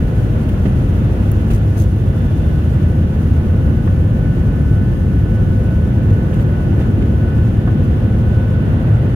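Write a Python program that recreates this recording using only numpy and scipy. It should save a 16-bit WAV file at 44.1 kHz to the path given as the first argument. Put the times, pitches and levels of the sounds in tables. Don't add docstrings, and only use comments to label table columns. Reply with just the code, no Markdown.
import sys
import numpy as np
from scipy import signal
from scipy.fft import rfft, irfft, next_fast_len
from scipy.io import wavfile
from scipy.ndimage import uniform_filter1d

SR = 44100
rng = np.random.default_rng(int(sys.argv[2]) if len(sys.argv) > 2 else 0)


def store_pcm(level_fs):
    pcm = np.round(np.clip(level_fs, -1, 1) * 32767).astype(np.int16)
    wavfile.write(sys.argv[1], SR, np.atleast_2d(pcm).T)


N = 403515
T = np.arange(N) / SR

# start level in dB, slope in dB per s, waver spread in dB, waver rate in Hz.
RUMBLE_GAIN = (-17, 0.26, 0.3, 0.5)
BOOM_GAIN = (-19.5, 0.1241, 0.32, 3)
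SHUDDER_GAIN = (-19, -0.2, 0.65, 0)
ROAR_GAIN = (-33, 0.15, 0.3, 5)
HISS_GAIN = (-51.4, -0.38, 1.05, 19)

# peak in seconds, 1/e half-width in seconds, dB.
HULL_SURGES = [(3.7, .09, 1), (4.7, 0.18, 0.5), (6.6, 0.058, -2), (8.66, 0.036, 1)]
# peak in seconds, 1/e half-width in seconds, dB.
SHUDDER_SURGES = [(.9, .3, 1), (3.2, .4, -3), (4.35, .25, 1.5), (5.35, .3, 2.5), (8.5, .4, -1.2)]
# peak in seconds, 1/e half-width in seconds, dB.
BOOM_SURGES = [(1.9, .4, -1.3), (3, .3, 1), (4.35, 0.42, 1.5), (6.3, .4, .6)]
# peak in seconds, 1/e half-width in seconds, dB.
ROAR_SWELLS = [(.9, 1, 1.4), (1.9, 0.14, -2.5), (3.5, 0.89, 0.1), (5.1, .4, -1.2), (6.6, 0.35, 1),
               (8.95, 0.5, 2)]

# frequency in Hz, relative density in dB per Hz.
SHUDDER_COLOUR = [(18, -20), (24, -18), (31, -26), (40, -4.5), (52, -3.5), (60, 3), (68, -9)]
# frequency in Hz, relative density in dB per Hz.
RUMBLE_COLOUR = [(55, -34), (68, -6), (76, -1), (90, -1.5), (102, -1.5), (115, -0.5), (127, -7),
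                 (145, -15.5)]
# frequency in Hz, relative density in dB per Hz.
BOOM_COLOUR = [(105, -18.5), (128, -4.5), (142, 1), (175, -5), (195, -4), (212, -6), (235, -7.5),
               (290, -14), (450, -36)]
# time in seconds, pitch in Hz, level in dB.
THROB_CURVE = [(0, 104.1, -28), (.8, 102, -28), (1.5, 100, -17.5), (2.1, 100, -20), (2.55, 90, -26.5),
               (2.9, 81, -19.5), (3.7, 81, -14), (4.2, 95, -21), (4.4, 97.9, -26), (4.7, 99.8, -16.5),
               (5.3, 100.3, -21.5), (5.8, 100, -32), (6.15, 101.9, -13.5), (6.6, 100.3, -24),
               (7.05, 108, -20.5), (7.5, 110, -21), (8.1, 105.2, -19.5), (8.6, 113, -18.5),
               (9.15, 108, -22)]
THROB_SCATTER, THROB_FADE_HZ = .65, 11

# time in seconds, level in dB.
BUFFET_LEVEL = [(0, -30), (1.5, -29.5), (2.3, -30), (5.6, -30.5), (6.4, -28.5), (7.05, -25.5), (7.35, -30),
                (7.7, -28.5), (8.2, -30), (9.15, -31)]
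# time in seconds, level in dB.
RUSH_LEVEL = [(0, -47), (1.4, -45.5), (1.9, -48.5), (2.3, -46.5), (5.0, -48.5), (6.6, -47.5), (9.15, -46)]
# frequency in Hz, relative density in dB per Hz.
BUFFET_COLOUR = [(180, -29.5), (290, -1), (355, 1.1), (395, -6), (470, -15.5), (600, -32.5)]
# frequency in Hz, relative density in dB per Hz.
ROAR_COLOUR = [(330, -20), (420, -6.5), (480, -5.5), (555, -9.5), (595, -9), (700, -14), (950, -19),
               (1250, -19.5), (1450, -18), (1600, -20), (1730, -20), (1810, -24.8), (1980, -25),
               (2200, -32.5), (3500, -47)]
# frequency in Hz, relative density in dB per Hz.
RUSH_COLOUR = [(1200, -19), (2100, -3.5), (2400, 0), (2750, 2.5), (3050, -0.5), (3700, -7), (4500, -12.5),
               (5500, -20), (7000, -26)]
# frequency in Hz, relative density in dB per Hz.
HISS_COLOUR = [(3500, -5), (5000, 1), (5550, 0.5), (6200, 2.5), (7000, 0.5), (7500, -4.5), (8400, -3),
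               (8900, -0.5), (10600, 1.5), (12300, -2), (13300, -2), (14200, -3.5), (16000, -3.5)]
EDDY_DB, EDDY_RATE_HZ = 0.31, 7.7

# time in seconds, whine in Hz, whine level in dB, octave level in dB.
CORE_CURVE = [(0, 1757.5, -58, -67), (1.5, 1756, -60, -73), (2.9, 1756.5, -56.5, -69),
              (3.8, 1756.5, -59, -70), (4.3, 1757, -52.5, -70), (5.15, 1758, -53, -72),
              (5.7, 1758.5, -58, -66), (6.05, 1759, -52, -68), (6.45, 1759, -60, -72),
              (6.8, 1759.5, -53, -71), (7.1, 1759.5, -60, -67), (7.4, 1760, -50.5, -64),
              (7.9, 1761, -56.5, -65), (8.4, 1762, -54.5, -63.5), (9.15, 1762.5, -56.5, -64)]
# time in seconds, level in dB.
FAN_LEVEL = [(0, -52), (.9, -54), (2.38, -54), (2.5, -47), (2.7, -48.5), (2.82, -53), (2.92, -45),
             (3.05, -53), (3.5, -49), (3.62, -51), (3.85, -45), (4.1, -49.5), (4.28, -43), (4.48, -50),
             (4.76, -41.5), (4.94, -52), (5.13, -44), (5.24, -49.5), (5.38, -41.5), (5.48, -51),
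             (5.64, -41.5), (5.95, -48.5), (6.19, -42.5), (6.42, -48.5), (6.6, -41), (6.75, -49),
             (7, -51.5), (7.25, -42), (7.47, -45), (7.57, -52), (7.69, -41.5), (7.9, -51), (8.3, -45),
             (8.55, -43.5), (8.75, -51), (8.94, -46), (9.05, -53), (9.15, -50)]
FAN_MEAN_HZ, FAN_WAVER_DB, FAN_WAVER_RATE_HZ = 1490, .8, 9
# time in seconds, pitch in Hz, level in dB.
WHISTLE_CURVE = [(0, 3515, -75), (1.2, 3510, -67), (1.8, 3507, -68.5), (2.1, 3505, -61.5), (2.5, 3499, -61),
                 (2.8, 3490, -65), (3.1, 3478, -76), (3.6, 3455, -90)]

# multiple, level in dB before HUM_START_DB, left minus right in dB,
# left's lead in radians.
BLOWER_LINES = [(1, -40.8, 1.9, .1), (2, -57.5, 1, 1.44), (4, -64.5, -2, 1.9), (6, -69, 2, 1.2)]
# mean frequency in Hz, level in dB before HUM_START_DB,
# left minus right in dB, left's lead in radians.
ENGINE_DRONES = [(74.26, -28.5, 0.5, 0), (146.8, -33, 0.5, -0.2), (224.4, -31.5, 0.5, -0.15),
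                 (731, -54, -6.5, 0.45), (1473, -58, -3, .5)]
BLOWER_MEAN_HZ = 518.4
HUM_START_DB, HUM_DB_PER_S, HUM_WAVER_DB = -2.3, 0.42, 1.9

# start in seconds, thud in dB, clack in dB, rattle in dB,
# 60 dB decay of clack and rattle in seconds, rise constant in seconds.
KNOCKS = [(.488, -29, -30, -35, 0.065, .001), (.655, -1, -27, -30, 0.059, 0.0035),
          (1.503, -9.5, -33, -35, .2, 0.0018), (1.758, -11, -29, -41, 0.13, .003),
          (3.874, -34, -25, -42, .06, .001), (6.1, -36, -36, -39, 0.073, .0013),
          (6.33, -36, -40, -41, 0.18, .002), (6.395, -36, -32, -41, .08, 0.00098),
          (6.785, -22, -35, -40, 0.21, .008), (6.811, -17, -34, -40, 0.058, .002),
          (6.835, -26, -37, -42, .06, .002), (7.022, -36, -41, -36, 0.054, .001),
          (7.675, -14, -21, -43, 0.066, .0015)]
# frequency in Hz, relative level in dB, 60 dB decay in seconds.
PANEL_MODES = [(143, 1, 0.073), (195, 0.5, 0.062), (273, -2, 0.048), (352, -10, 0.067), (485, -16, 0.057),
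               (593, -19.5, .07)]
# frequency in Hz, relative density in dB per Hz.
CLACK_COLOUR = [(350, -4), (690, 11.5), (900, 1.5), (1150, 9.5), (1500, 4), (1800, 3), (2200, -11),
                (4000, -29)]
# frequency in Hz, relative density in dB per Hz.
RATTLE_COLOUR = [(1200, -18), (2000, 3.5), (2900, 1.5), (3400, -1), (4200, -12), (6500, -16), (8000, -20),
                 (15000, -30)]

# start in seconds, level in dB, 60 dB decay in seconds.
TICKS = [(.489, -38.5, .035), (1.3159, -18.5, .011)]
# frequency in Hz, relative density in dB per Hz.
TICK_COLOUR = [(3000, -25), (6000, -16), (6750, -4), (7600, -22), (9400, -13), (10700, 5), (12500, -9),
               (14500, -1), (16000, 2)]
# start in seconds, length in seconds, scrape level in dB, low bump level in dB.
RUBS = [(1.492, 0.039, -41.5, -15), (1.506, .068, -43, -14), (1.51, .11, -48, -20),
        (1.74, 0.14, -42.5, -21), (1.748, 0.072, -45.5, -19), (6.29, .14, -53.5, -45),
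        (6.385, .06, -51, -45), (6.78, .07, -55, -45)]
# frequency in Hz, relative density in dB per Hz.
RUB_COLOUR = [(1200, -12), (3000, -1), (5700, -1), (6350, 4), (7000, 0), (7700, -0.5), (10000, 1),
              (13000, 1.5), (16000, -8)]
# frequency in Hz, relative density in dB per Hz.
BUMP_COLOUR = [(18, -14), (35, 7), (55, 18), (110, -29), (300, -52)]
# start in seconds, length in seconds, pitch in Hz, level in dB.
SQUEAKS = [(1.765, .08, 6400, -46.5), (8.9, 0.092, 7650, -61)]
GRIP_LEAN_DB = 1.8
SLIP_DB, SLIP_RATE_HZ = 4.6, 320
SQUEAK_SLIPS_PER_S, SQUEAK_FADE_HZ = 100, 250

# frequency in Hz, difference over sum in dB.
WIDTH = [(25, -19), (52, -34), (76, -31.5), (110, -25.5), (143, -11.5), (163, -27), (205, -11.5),
         (245, -19.5), (300, -11.5), (420, -10.5), (490, -7), (700, -5.5), (880, -5.5), (1050, 3),
         (1400, 2), (1600, 5), (1800, 0.5), (2030, -2.5), (2400, 1), (15000, 0.5)]
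# frequency in Hz, left's lead in radians.
LEAD = [(25, -0.21), (90, -0.022), (200, -0.16), (380, -0.48), (520, 0.3), (720, 0.31), (1000, 1),
        (1500, 0.33), (2400, 0.049)]
# frequency in Hz, left minus right in dB.
LEAN = [(60, 1.2), (160, 0.2), (400, -1.5), (750, 0.5), (1100, -1), (1500, -5), (2000, -3), (2300, 0),
        (2900, 2.5), (5000, 1.5), (7600, -2), (9100, 4), (11200, 2), (13300, -2)]
CUTOFF_HZ = 15800


def from_db(db):
    return 10 ** (np.asarray(db) / 20)


def rms_one(x):
    return x / np.sqrt(np.mean(x ** 2) + 1e-20)


def in_time(rows):
    s, *columns = np.transpose(rows)
    return [np.interp(T, s, column) for column in columns]


def at_hz(points, hz):
    table_hz, values = np.transpose(points)
    return np.interp(np.log(hz + 1e-3), np.log(table_hz), values)


def panned(lean_db):
    gains = from_db(np.array([[.5], [-.5]]) * lean_db)
    return gains / np.sqrt(np.mean(gains ** 2, axis=0))


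def drift(rate_hz):
    pole = np.exp(-200 * np.pi * rate_hz / SR)
    white = rng.standard_normal(N // 100 + 1002)
    slow = signal.lfilter([1], [1, -2 * pole, pole * pole], white)[1000:]
    return np.interp(np.arange(N) / 100, np.arange(len(slow)), rms_one(slow))


def climb(start_db, db_per_s, waver_db, waver_rate_hz):
    return from_db(start_db + db_per_s * T + waver_db * drift(waver_rate_hz))


def arch(peak_s, width_s):
    return np.exp(-((T - peak_s) / width_s) ** 2)


def swelling(rows):
    return from_db(sum(db * arch(peak_s, width_s) for peak_s, width_s, db in rows))


def diffuse(colour):
    size = next_fast_len(N)
    hz = np.arange(size // 2 + 1) * SR / size
    mid, side = rfft(rng.standard_normal((2, size)))
    width = from_db(at_hz(WIDTH, hz))
    sides = np.array([[1], [-1]])
    pair = (mid + sides * width * side) / np.sqrt(1 + width ** 2)
    pair = pair * panned(at_hz(LEAN, hz)) * np.exp(.5j * sides * at_hz(LEAD, hz))
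    skirts = np.minimum(hz / colour[0][0], 1) ** 2 / np.maximum(hz / colour[-1][0], 1) ** 4
    return rms_one(irfft(pair * from_db(at_hz(colour, hz)) * skirts, size)[:, :N])


def steady(noise, size):
    power = np.mean(noise ** 2, axis=0)
    return noise / np.sqrt(uniform_filter1d(power, size=size))


def tone(hz, lean_db, scatter, fade_rate_hz, lead_rad=0):
    paths = np.array([drift(fade_rate_hz) + 1j * drift(fade_rate_hz) for side in range(2)])
    phase = 2 * np.pi * np.cumsum(hz * np.ones(N)) / SR + lead_rad * np.array([[.5], [-.5]])
    return panned(lean_db) * rms_one(np.real((1 + scatter * paths) * np.exp(1j * phase)))


def blow(start_s, t60_s, rise_s):
    age_s = np.maximum(T - start_s, 0)
    decay = np.exp(-np.minimum(np.log(1000) * age_s / t60_s, 50))
    return (1 - np.exp(-age_s / rise_s)) * decay


def stroke(start_s, length_s):
    return np.sin(np.pi * np.clip((T - start_s) / length_s, 0, 1)) ** 2


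def hull():
    shudder = climb(*SHUDDER_GAIN) * swelling(SHUDDER_SURGES) * steady(diffuse(SHUDDER_COLOUR), size=7000)
    rumble = climb(*RUMBLE_GAIN) * steady(diffuse(RUMBLE_COLOUR), size=3600)
    boom = climb(*BOOM_GAIN) * swelling(BOOM_SURGES) * steady(diffuse(BOOM_COLOUR), size=3600)
    return shudder + swelling(HULL_SURGES) * (rumble + boom)


def throb():
    hz, level_db = in_time(THROB_CURVE)
    lumps = 1 + THROB_SCATTER * (drift(THROB_FADE_HZ) + 1j * drift(THROB_FADE_HZ))
    carrier = np.exp(2j * np.pi * np.cumsum(hz) / SR)
    return from_db(level_db) * rms_one(np.real(lumps * carrier))


def airflow():
    buffet_db, = in_time(BUFFET_LEVEL)
    rush_db, = in_time(RUSH_LEVEL)
    eddies_db = EDDY_DB * drift(EDDY_RATE_HZ)
    buffet = from_db(buffet_db + eddies_db) * steady(diffuse(BUFFET_COLOUR), size=9000)
    roar = climb(*ROAR_GAIN) * swelling(ROAR_SWELLS) * from_db(eddies_db) * diffuse(ROAR_COLOUR)
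    rush = from_db(rush_db + eddies_db) * diffuse(RUSH_COLOUR)
    hiss = climb(*HISS_GAIN) * diffuse(HISS_COLOUR)
    return buffet + roar + rush + hiss


def core_whine():
    hz, level_db, octave_db = in_time(CORE_CURVE)
    whine = from_db(level_db) * tone(hz, lean_db=5, scatter=0.4, fade_rate_hz=9, lead_rad=.6)
    octave = from_db(octave_db) * tone(2 * hz, lean_db=2, scatter=0.98, fade_rate_hz=7.6)
    return whine + octave


def cabin_hum():
    lines = [(k * BLOWER_MEAN_HZ, db, lean_db, lead_rad) for k, db, lean_db, lead_rad in BLOWER_LINES]
    hum = np.zeros((2, N))
    for hz, db, lean_db, lead_rad in lines + ENGINE_DRONES:
        gain = climb(db + HUM_START_DB, HUM_DB_PER_S, HUM_WAVER_DB, waver_rate_hz=3.8)
        wavering_hz = hz + 0.75 * drift(3.52)
        hum += gain * tone(wavering_hz, lean_db, scatter=0.19, fade_rate_hz=4.4, lead_rad=lead_rad)
    return hum


def trim():
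    thud, clack, rattle = np.zeros((3, N))
    for start_s, thud_db, clack_db, rattle_db, t60_s, rise_s in KNOCKS:
        hit = blow(start_s, t60_s, rise_s)
        clack += from_db(clack_db) * hit
        rattle += from_db(rattle_db) * hit
        start = int(start_s * SR)
        age_s = T[:min(N - start, SR // 3)]
        ring = sum(from_db(db - 60 * age_s / mode_t60_s) * np.sin(2 * np.pi * hz * age_s)
                   for hz, db, mode_t60_s in PANEL_MODES)
        thud[start:start + len(age_s)] += from_db(thud_db) * (1 - np.exp(-age_s / rise_s)) * ring
    return thud + clack * diffuse(CLACK_COLOUR) + rattle * diffuse(RATTLE_COLOUR)


def casing_ticks():
    hits = sum(from_db(db) * blow(start_s, t60_s, rise_s=.0006) for start_s, db, t60_s in TICKS)
    return panned(GRIP_LEAN_DB) * hits * diffuse(TICK_COLOUR)


def grip_rubs():
    scrape, bump = np.zeros((2, N))
    for start_s, length_s, level_db, bump_db in RUBS:
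        scrape += from_db(level_db) * stroke(start_s, length_s)
        bump += from_db(bump_db) * stroke(start_s, length_s)
    slips = rms_one(from_db(SLIP_DB * drift(SLIP_RATE_HZ)))
    return panned(GRIP_LEAN_DB) * slips * scrape * diffuse(RUB_COLOUR) + bump * diffuse(BUMP_COLOUR)


def grip_squeaks():
    chatter = rms_one(1 + np.sin(2 * np.pi * SQUEAK_SLIPS_PER_S * T))
    squeaks = np.zeros((2, N))
    for start_s, length_s, hz, db in SQUEAKS:
        line = tone(hz, lean_db=1, scatter=2, fade_rate_hz=SQUEAK_FADE_HZ)
        squeaks += from_db(db) * stroke(start_s, length_s) * chatter * line
    return panned(GRIP_LEAN_DB) * squeaks


def whistle():
    hz, level_db = in_time(WHISTLE_CURVE)
    return from_db(level_db) * tone(hz, lean_db=4, scatter=.35, fade_rate_hz=10)


def fan_whine():
    level_db = in_time(FAN_LEVEL)[0] + FAN_WAVER_DB * drift(FAN_WAVER_RATE_HZ)
    hz = FAN_MEAN_HZ + 0.91 * drift(3.65)
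    whine = from_db(level_db) * tone(hz, lean_db=-3.0, scatter=0.22, fade_rate_hz=8.3, lead_rad=0.23)
    octave = from_db(level_db - 20) * tone(2 * hz, lean_db=4, scatter=0.49, fade_rate_hz=9, lead_rad=1.5)
    return whine + octave


def scene():
    cabin = hull() + throb() + airflow() + core_whine() + cabin_hum()
    handling = casing_ticks() + grip_rubs() + grip_squeaks()
    return cabin + trim() + handling + whistle() + fan_whine()


def record(dry):
    rounded = dry / (1 + (dry / .92) ** 8) ** (1 / 8)
    to_end_s = np.minimum(T, T[-1] - T)
    eased = rounded * np.sin(np.pi / 2 * np.clip(to_end_s / .004, 0, 1)) ** 2
    low_pass = signal.ellip(12, .1, 90, CUTOFF_HZ, fs=SR, output="sos")
    return signal.sosfilt(low_pass, eased)


dry = scene()
out = record(dry)
store_pcm(out)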